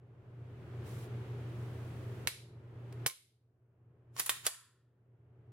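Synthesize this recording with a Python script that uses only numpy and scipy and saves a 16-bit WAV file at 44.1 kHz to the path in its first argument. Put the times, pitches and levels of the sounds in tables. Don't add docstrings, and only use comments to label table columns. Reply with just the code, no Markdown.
import sys
import numpy as np
from scipy import signal
from scipy.fft import rfft, irfft, next_fast_len
from scipy.io import wavfile
from scipy.ndimage import uniform_filter1d

SR = 44100
rng = np.random.default_rng(int(sys.argv[2]) if len(sys.argv) > 2 else 0)


def store_wav(level_fs):
    pcm = np.round(np.clip(np.atleast_2d(level_fs), -1, 1) * 32767)
    wavfile.write(sys.argv[1], SR, pcm.T.astype(np.int16))


N = 243431
T = np.arange(N) / SR


# t/s, level/dB, chatter t60/s, thud/dB, clack/dB, snap/dB, treble/dB
TRIGGER_HITS = [(2.2726, 0.5, 0.008, -2.5, 1.5, 1.5, -3.5), (2.2752, -12.5, 0.0033, -3, 4, 0.5, 3),
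                (2.2772, -13.5, .036, -2, 3, 1, 7), (2.925, -30.5, 0.016, -28.5, -0.5, 0.5, -1.5)]
# f/Hz, level/dB, t60/s
TRIGGER_MODES = [(1100, 7.5, .1), (2224, 5.5, 0.006), (3710, 5, 0.039), (4010, 8.5, 0.053),
                 (3970, 8.5, .07), (4360, 5.5, .05), (4950, 1, .02), (9600, -3, .01), (10200, 0, .012),
                 (11200, -2.5, .01), (12200, -1, .01)]
def trigger():
    return blows(TRIGGER_HITS, TRIGGER_MODES, ring_db=-2.0, room_db=-10.5)


# t/s, level/dB, chatter t60/s, thud/dB, clack/dB, snap/dB, treble/dB
HAMMER_HITS = [(3.0624, 0.5, 0.0052, -3, 1, -2.5, -8.5), (3.0639, -4, 0.004, -3, -4.5, -1.5, 4.5),
               (3.0659, -10.5, .008, 1, -2, 5, 11.5), (3.0672, -10.5, 0.077, -2.5, 2, 7, 9),
               (3.098, -25, 0.012, -13.5, 9.5, 4, 6.5), (3.107, -28, 0.06, -15.5, 5, 7, 7.5)]
# f/Hz, level/dB, t60/s
HAMMER_MODES = [(405.4, 4, 0.0084), (1058.7, 14, 0.15), (1240, -1.5, .011), (2135, 14.5, 0.12),
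                (2280, 12, 0.09), (3100, -3.5, 0.012), (3780, -1, 0.0095), (5000, -3.5, .0031),
                (6200, 7, 0.18), (9930, 4.5, .06), (11110, 0, .015), (11650, -7.5, 0.0081)]
def hammer():
    return blows(HAMMER_HITS, HAMMER_MODES, ring_db=-1.0, room_db=-16.5)


# t/s, level/dB, chatter t60/s, thud/dB, clack/dB, snap/dB, treble/dB
SLIDE_HITS = [(4.1648, -12.5, 0.0093, -7.5, -8.5, -3.5, -13.5), (4.186, -11.5, 0.072, -5.5, -3.5, -1, -6),
              (4.1957, -11.5, 0.0072, 0, 0, 5.5, 9.5), (4.1982, -9, 0.016, 4, 4, 3, 9),
              (4.2042, -10.5, 0.028, -13.5, 1.5, 2.5, 0.5), (4.2615, -21, 0.0099, -12, 3.5, 3, 15.5),
              (4.2652, -22, 0.0058, -9, 4, 3, 12)]
STOP_HITS = [(4.2937, 1, 0.0066, -5, 2, -5.5, -1.5), (4.2968, -2.5, 0.039, -9, -2.5, -0.5, 3.5)]
# f/Hz, level/dB, t60/s
SLIDE_MODES = [(1060, 2.2, 0.016), (1778, 7, 0.046), (1900, 8, 0.054), (5920, 2, 0.0607), (7100, 9.9, .1),
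               (7000, 10, 0.11), (7760, 4, .1), (10300, 4, 0.03), (10900, 3, .05)]
FRAME_MODES = [(1058, 4.5, .04), (1345, 3.5, 0.072), (1870, 14, .1), (2478, 3, .05), (3150, 6.5, .05),
               (3640, 6, 0.015), (7000, 4.5, .06), (7160, 8.5, .06), (9930, 1, .03), (13820, -0.5, .08)]
def slide():
    cocking = blows(SLIDE_HITS, SLIDE_MODES, ring_db=3.0, room_db=-10.0)
    return cocking + blows(STOP_HITS, FRAME_MODES, ring_db=2.0, room_db=-10.0)


# t/s, level/dB, chatter t60/s, thud/dB, clack/dB, snap/dB, treble/dB
LOCK_HITS = [(4.4654, -3, 0.0095, -2, -0.5, -0.5, 4.5), (4.4677, -3.5, 0.012, -5, -3, 3.5, 1.5),
             (4.4711, -3.5, 0.048, -8.5, -0.5, -2, -4)]
# f/Hz, level/dB, t60/s
BARREL_MODES = [(473, 3, 0.026), (689, 8, 0.021), (1330, 4.5, 0.097), (1800, 2.5, 0.077), (2260, 1, 0.029),
                (3400, 2, 0.019), (4750, 9.5, 0.036), (6990, 7, 0.0074), (7760, 5.5, 0.009),
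                (9700, 3.5, 0.011), (9800, 4, 0.013)]
def barrel():
    return blows(LOCK_HITS, BARREL_MODES, ring_db=-0.5, room_db=-12.0)


def blows(hits, modes, ring_db, room_db):
    out = np.zeros((2, N))
    ring = undb(ring_db) * ringing(modes)
    for at_s, db, chatter_t60, thud_db, clack_db, snap_db, treble_db in hits:
        tone = [(450, thud_db), (1100, 0.0029), (2000, clack_db), (3800, clack_db),
                (5300, snap_db), (9000, treble_db)]
        direct, radiated = undb(db) * strike(ring, chatter_t60, tone)
        start = int(at_s * SR) - LEAD_SAMPLES
        for sound in (direct, undb(room_db) * room(radiated)):
            out[:, start:start + sound.shape[1]] += sound[:, :N - start]
    return out


# f/Hz, level/dB
CRACK_SPECTRUM = [(60, -18), (220, -11.5), (430, 6), (800, 1.5), (1200, 5.5), (3000, 5), (6000, 2),
                  (8500, 2.5), (11000, 3.5), (13500, -2.5), (16000, -9.5)]
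# f/Hz, left minus right/dB
LEFT_SHADOW = [(500, -7), (1100, -1.4), (4000, -2), (8000, -1), (13000, -4.5)]
LEAD_SAMPLES = 256
def strike(ring, chatter_t60, tone, width=1.2, width_hz=3500, lag_samples=2, grip_damp_s=0.15):
    t = T[:SR // 2]
    size = len(t)
    f = np.fft.rfftfreq(size, 1 / SR)
    steel = (undb(over_pitch(CRACK_SPECTRUM, size)) + ring) * undb(over_pitch(tone, size))
    shared = chatter(t, chatter_t60)
    apart = width * f / (f + width_hz)
    shadow = undb(over_pitch(LEFT_SHADOW, size) / 2)
    left = irfft(steel * shadow * (shared + apart * chatter(t, chatter_t60)), size)
    right = irfft(steel / shadow * (shared + apart * chatter(t, chatter_t60)), size)
    radiated = irfft(steel * np.sqrt(1 + apart ** 2), size)
    direct = [np.roll(left, lag_samples), right]
    blow = np.roll([direct, [radiated, radiated]], LEAD_SAMPLES, axis=-1)
    return blow * np.exp(-(t / grip_damp_s) ** 4)


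def chatter(t, t60, rise_s=0.00062, uneven_db=3):
    contacts = rng.standard_normal(len(t)) * grains(len(t), 16, uneven_db)
    spectrum = rfft(contacts * (1 - np.exp(-t / rise_s)) * fade(t, t60))
    smooth_power = uniform_filter1d(uniform_filter1d(abs(spectrum) ** 2, size=201), size=201)
    return spectrum / np.sqrt(smooth_power)


def ringing(modes, weak_db=-2, weak_t60=0.085, weak_count=60):
    f = np.fft.rfftfreq(SR // 2, 1 / SR)
    weak = [(hz, weak_db, weak_t60) for hz in rng.uniform(1500, 15000, weak_count)]
    return sum(undb(db) / (1 + 2j * np.pi * (f - hz) * t60 / np.log(1000))
               for hz, db, t60 in modes + weak)


# t/s, hold/s, level/dB, rise/s, release t60/s
RAIL_STROKES = [(4.18, 0.033, -45.5, 0.071, 0.15), (4.268, 0.015, -49, 0.08, .04),
                (4.305, 0.0089, -45.5, 0.02, .36), (4.453, 0.012, -41.5, 0.04, .02)]
# f/Hz, level/dB
RAIL_SPECTRUM = [(100, -11), (500, -9.5), (1100, -1), (1800, -1.5), (3000, -3), (6000, -6), (6950, -5),
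                 (7200, 4), (7500, -6.5), (10000, -5), (16000, -11.5)]
def rails():
    return rubbing(RAIL_STROKES, RAIL_SPECTRUM, grain_db=1.5)


# t/s, hold/s, level/dB, rise/s, release t60/s
PALM_STROKES = [(.865, 0.18, -61.5, 0.12, .17), (1.6, .66, -71, 1.0, .06)]
# f/Hz, level/dB
PALM_SPECTRUM = [(100, -6), (500, -7), (1100, -2.5), (3000, -4), (6000, -7), (10000, -6), (16000, -11.5)]
def palm():
    return rubbing(PALM_STROKES, PALM_SPECTRUM, grain_db=1.0)


def rubbing(strokes, tone, grain_db):
    slips = grains(N, 64, grain_db) * rng.standard_normal((2, N))
    return unit(colour(slips, tone)) * envelope(strokes)


# t/s, hold/s, level/dB, rise/s, release t60/s
SPRING_JOLTS = [(4.296, 0.01, -55, 0.005, 0.54), (4.468, 0.01, -58, 0.005, 0.69)]
# f/Hz, level/dB
SPRING_SPECTRUM = [(750, -35), (1040, 0), (1180, -6.5), (1330, -0.5), (1600, -5), (1800, -0.5),
                   (2100, -15.5), (3300, -12), (5000, -24), (8000, -50.5)]
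def spring():
    return unit(colour(rng.standard_normal(N), SPRING_SPECTRUM)) * envelope(SPRING_JOLTS)


# f/Hz, level/dB, t60/s
ROOM_BANDS = [(150.2, -13, .3), (598, 0, 0.29), (1140, -2, 0.32), (2500, -0.5, 0.44), (4000, 0, 0.48),
              (5950, -1.5, .43), (9680, 1.5, 0.39), (16000, 6, 0.083)]
def room(x, build_s=0.0038, near_db=-2, near_t60=.07):
    t = T[:SR]
    tail_noise, near_noise = rng.standard_normal((2, 2, SR))
    tail = 0
    for hz, db, t60 in ROOM_BANDS:
        band = over_pitch([(row[0], row[0] == hz) for row in ROOM_BANDS], SR)
        tail = tail + undb(db) * irfft(rfft(tail_noise) * band, SR) * fade(t, t60)
    tail = unit(tail * (1 - np.exp(-t / build_s)))
    near = undb(near_db) * unit(near_noise * fade(t, near_t60) * (t > .003))
    return signal.fftconvolve(x, (tail + near) / np.sqrt(SR), axes=1)[:, :N]


# f/Hz, density/dB
FAN_SPECTRUM = [(20, -48), (48, -18), (58, -23.5), (70, -18.5), (92, -3.5), (145, -8), (180, -16),
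                (265, -21), (390, -13), (520, -22.5), (850, -28.5), (1400, -30.5), (3000, -38), (5200, -49),
                (15000, -57)]
# f/Hz, coherence/0-1
FAN_COHERENCE = [(130, 0.98), (290, 0.94), (640, 0.8), (1400, 0.2), (3100, 0.08), (7000, 0)]
# f/Hz, level/dB
HUM_TONES = [(120, -44.5), (240, -68.5), (302, -69), (370.5, -73.5)]
def fan(air_db=-47, hiss_sink=1.7, waver_db=1.9):
    coherence = np.clip(over_pitch(FAN_COHERENCE, N), 0, 1)
    mid = irfft(rfft(rng.standard_normal(N)) * np.sqrt(1 + coherence), N)
    side = irfft(rfft(rng.standard_normal(N)) * np.sqrt(1 - coherence), N)
    air = undb(air_db) * unit(colour(np.array([mid + side, mid - side]), FAN_SPECTRUM))
    rumble = colour(air, [(600, 0), (1500, -4), (3000, -10.5), (4500, -30.0)])
    hiss = air - rumble
    hum = sum(undb(db) * np.sqrt(2) * np.sin(2 * np.pi * (hz * T + rng.random()))
              for hz, db in HUM_TONES)
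    hum *= undb(waver_db * waver(rate_hz=16))
    gain = swell()
    return (rumble + hum) * gain + hiss * gain ** hiss_sink


# t/s, level/dB
BACKGROUND_DIPS = [(2.271, -15), (3.063, -36), (4.196, -24.5), (4.294, -23), (4.465, -34)]
def swell(opening_db=-15, sink_s=0.03, recover_db_per_s=17.5):
    db = np.minimum(opening_db + recover_db_per_s * T, 0)
    for at_s, low_db in BACKGROUND_DIPS:
        sunk = np.clip((T - at_s) / sink_s, 0, 1)
        climb_db = np.minimum(low_db + recover_db_per_s * (T - at_s), 0)
        db = (1 - sunk) * db + sunk * climb_db
    return undb(db)


def envelope(strokes):
    return sum(undb(db) * fade(np.maximum(at_s - T, 0), rise_s)
               * fade(np.maximum(T - at_s - hold_s, 0), release_t60)
               for at_s, hold_s, db, rise_s, release_t60 in strokes)


def grains(size, grain_samples, spread_db):
    levels_db = spread_db * rng.standard_normal(size // grain_samples + 1)
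    return undb(np.repeat(levels_db, grain_samples)[:size])


def waver(rate_hz):
    steps = int(N / SR * rate_hz) + 2
    return unit(np.interp(T * rate_hz, np.arange(steps), rng.standard_normal(1000)[:steps]))


def colour(x, rows):
    size = next_fast_len(x.shape[-1])
    return irfft(rfft(x, size) * undb(over_pitch(rows, size)), size)[..., :x.shape[-1]]


def over_pitch(rows, size):
    hz, value = np.transpose(rows)
    return np.interp(np.log(np.fft.rfftfreq(size, 1 / SR) + 1), np.log(hz), value)


def fade(t, t60):
    return np.exp(-np.log(1000) * t / t60)


def undb(db):
    return 10 ** (np.asarray(db) / 20)


def unit(x):
    return x / np.sqrt(np.mean(x ** 2))


def scene(clicks_db=-7.5, rub_pan_db=-2):
    clicks = undb(clicks_db) * (trigger() + hammer() + slide() + barrel())
    friction = (palm() + rails()) * undb([[rub_pan_db / 2], [-rub_pan_db / 2]])
    return clicks + friction + spring() + fan()


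def record(dry, hiss_db=-104, top_hz=15950):
    hiss = undb(hiss_db) * rng.standard_normal(dry.shape)
    lowpass = signal.ellip(10, .1, 80, top_hz, fs=SR, output="sos")
    return signal.sosfilt(lowpass, dry + hiss)


dry = scene()
out = record(dry)
store_wav(out)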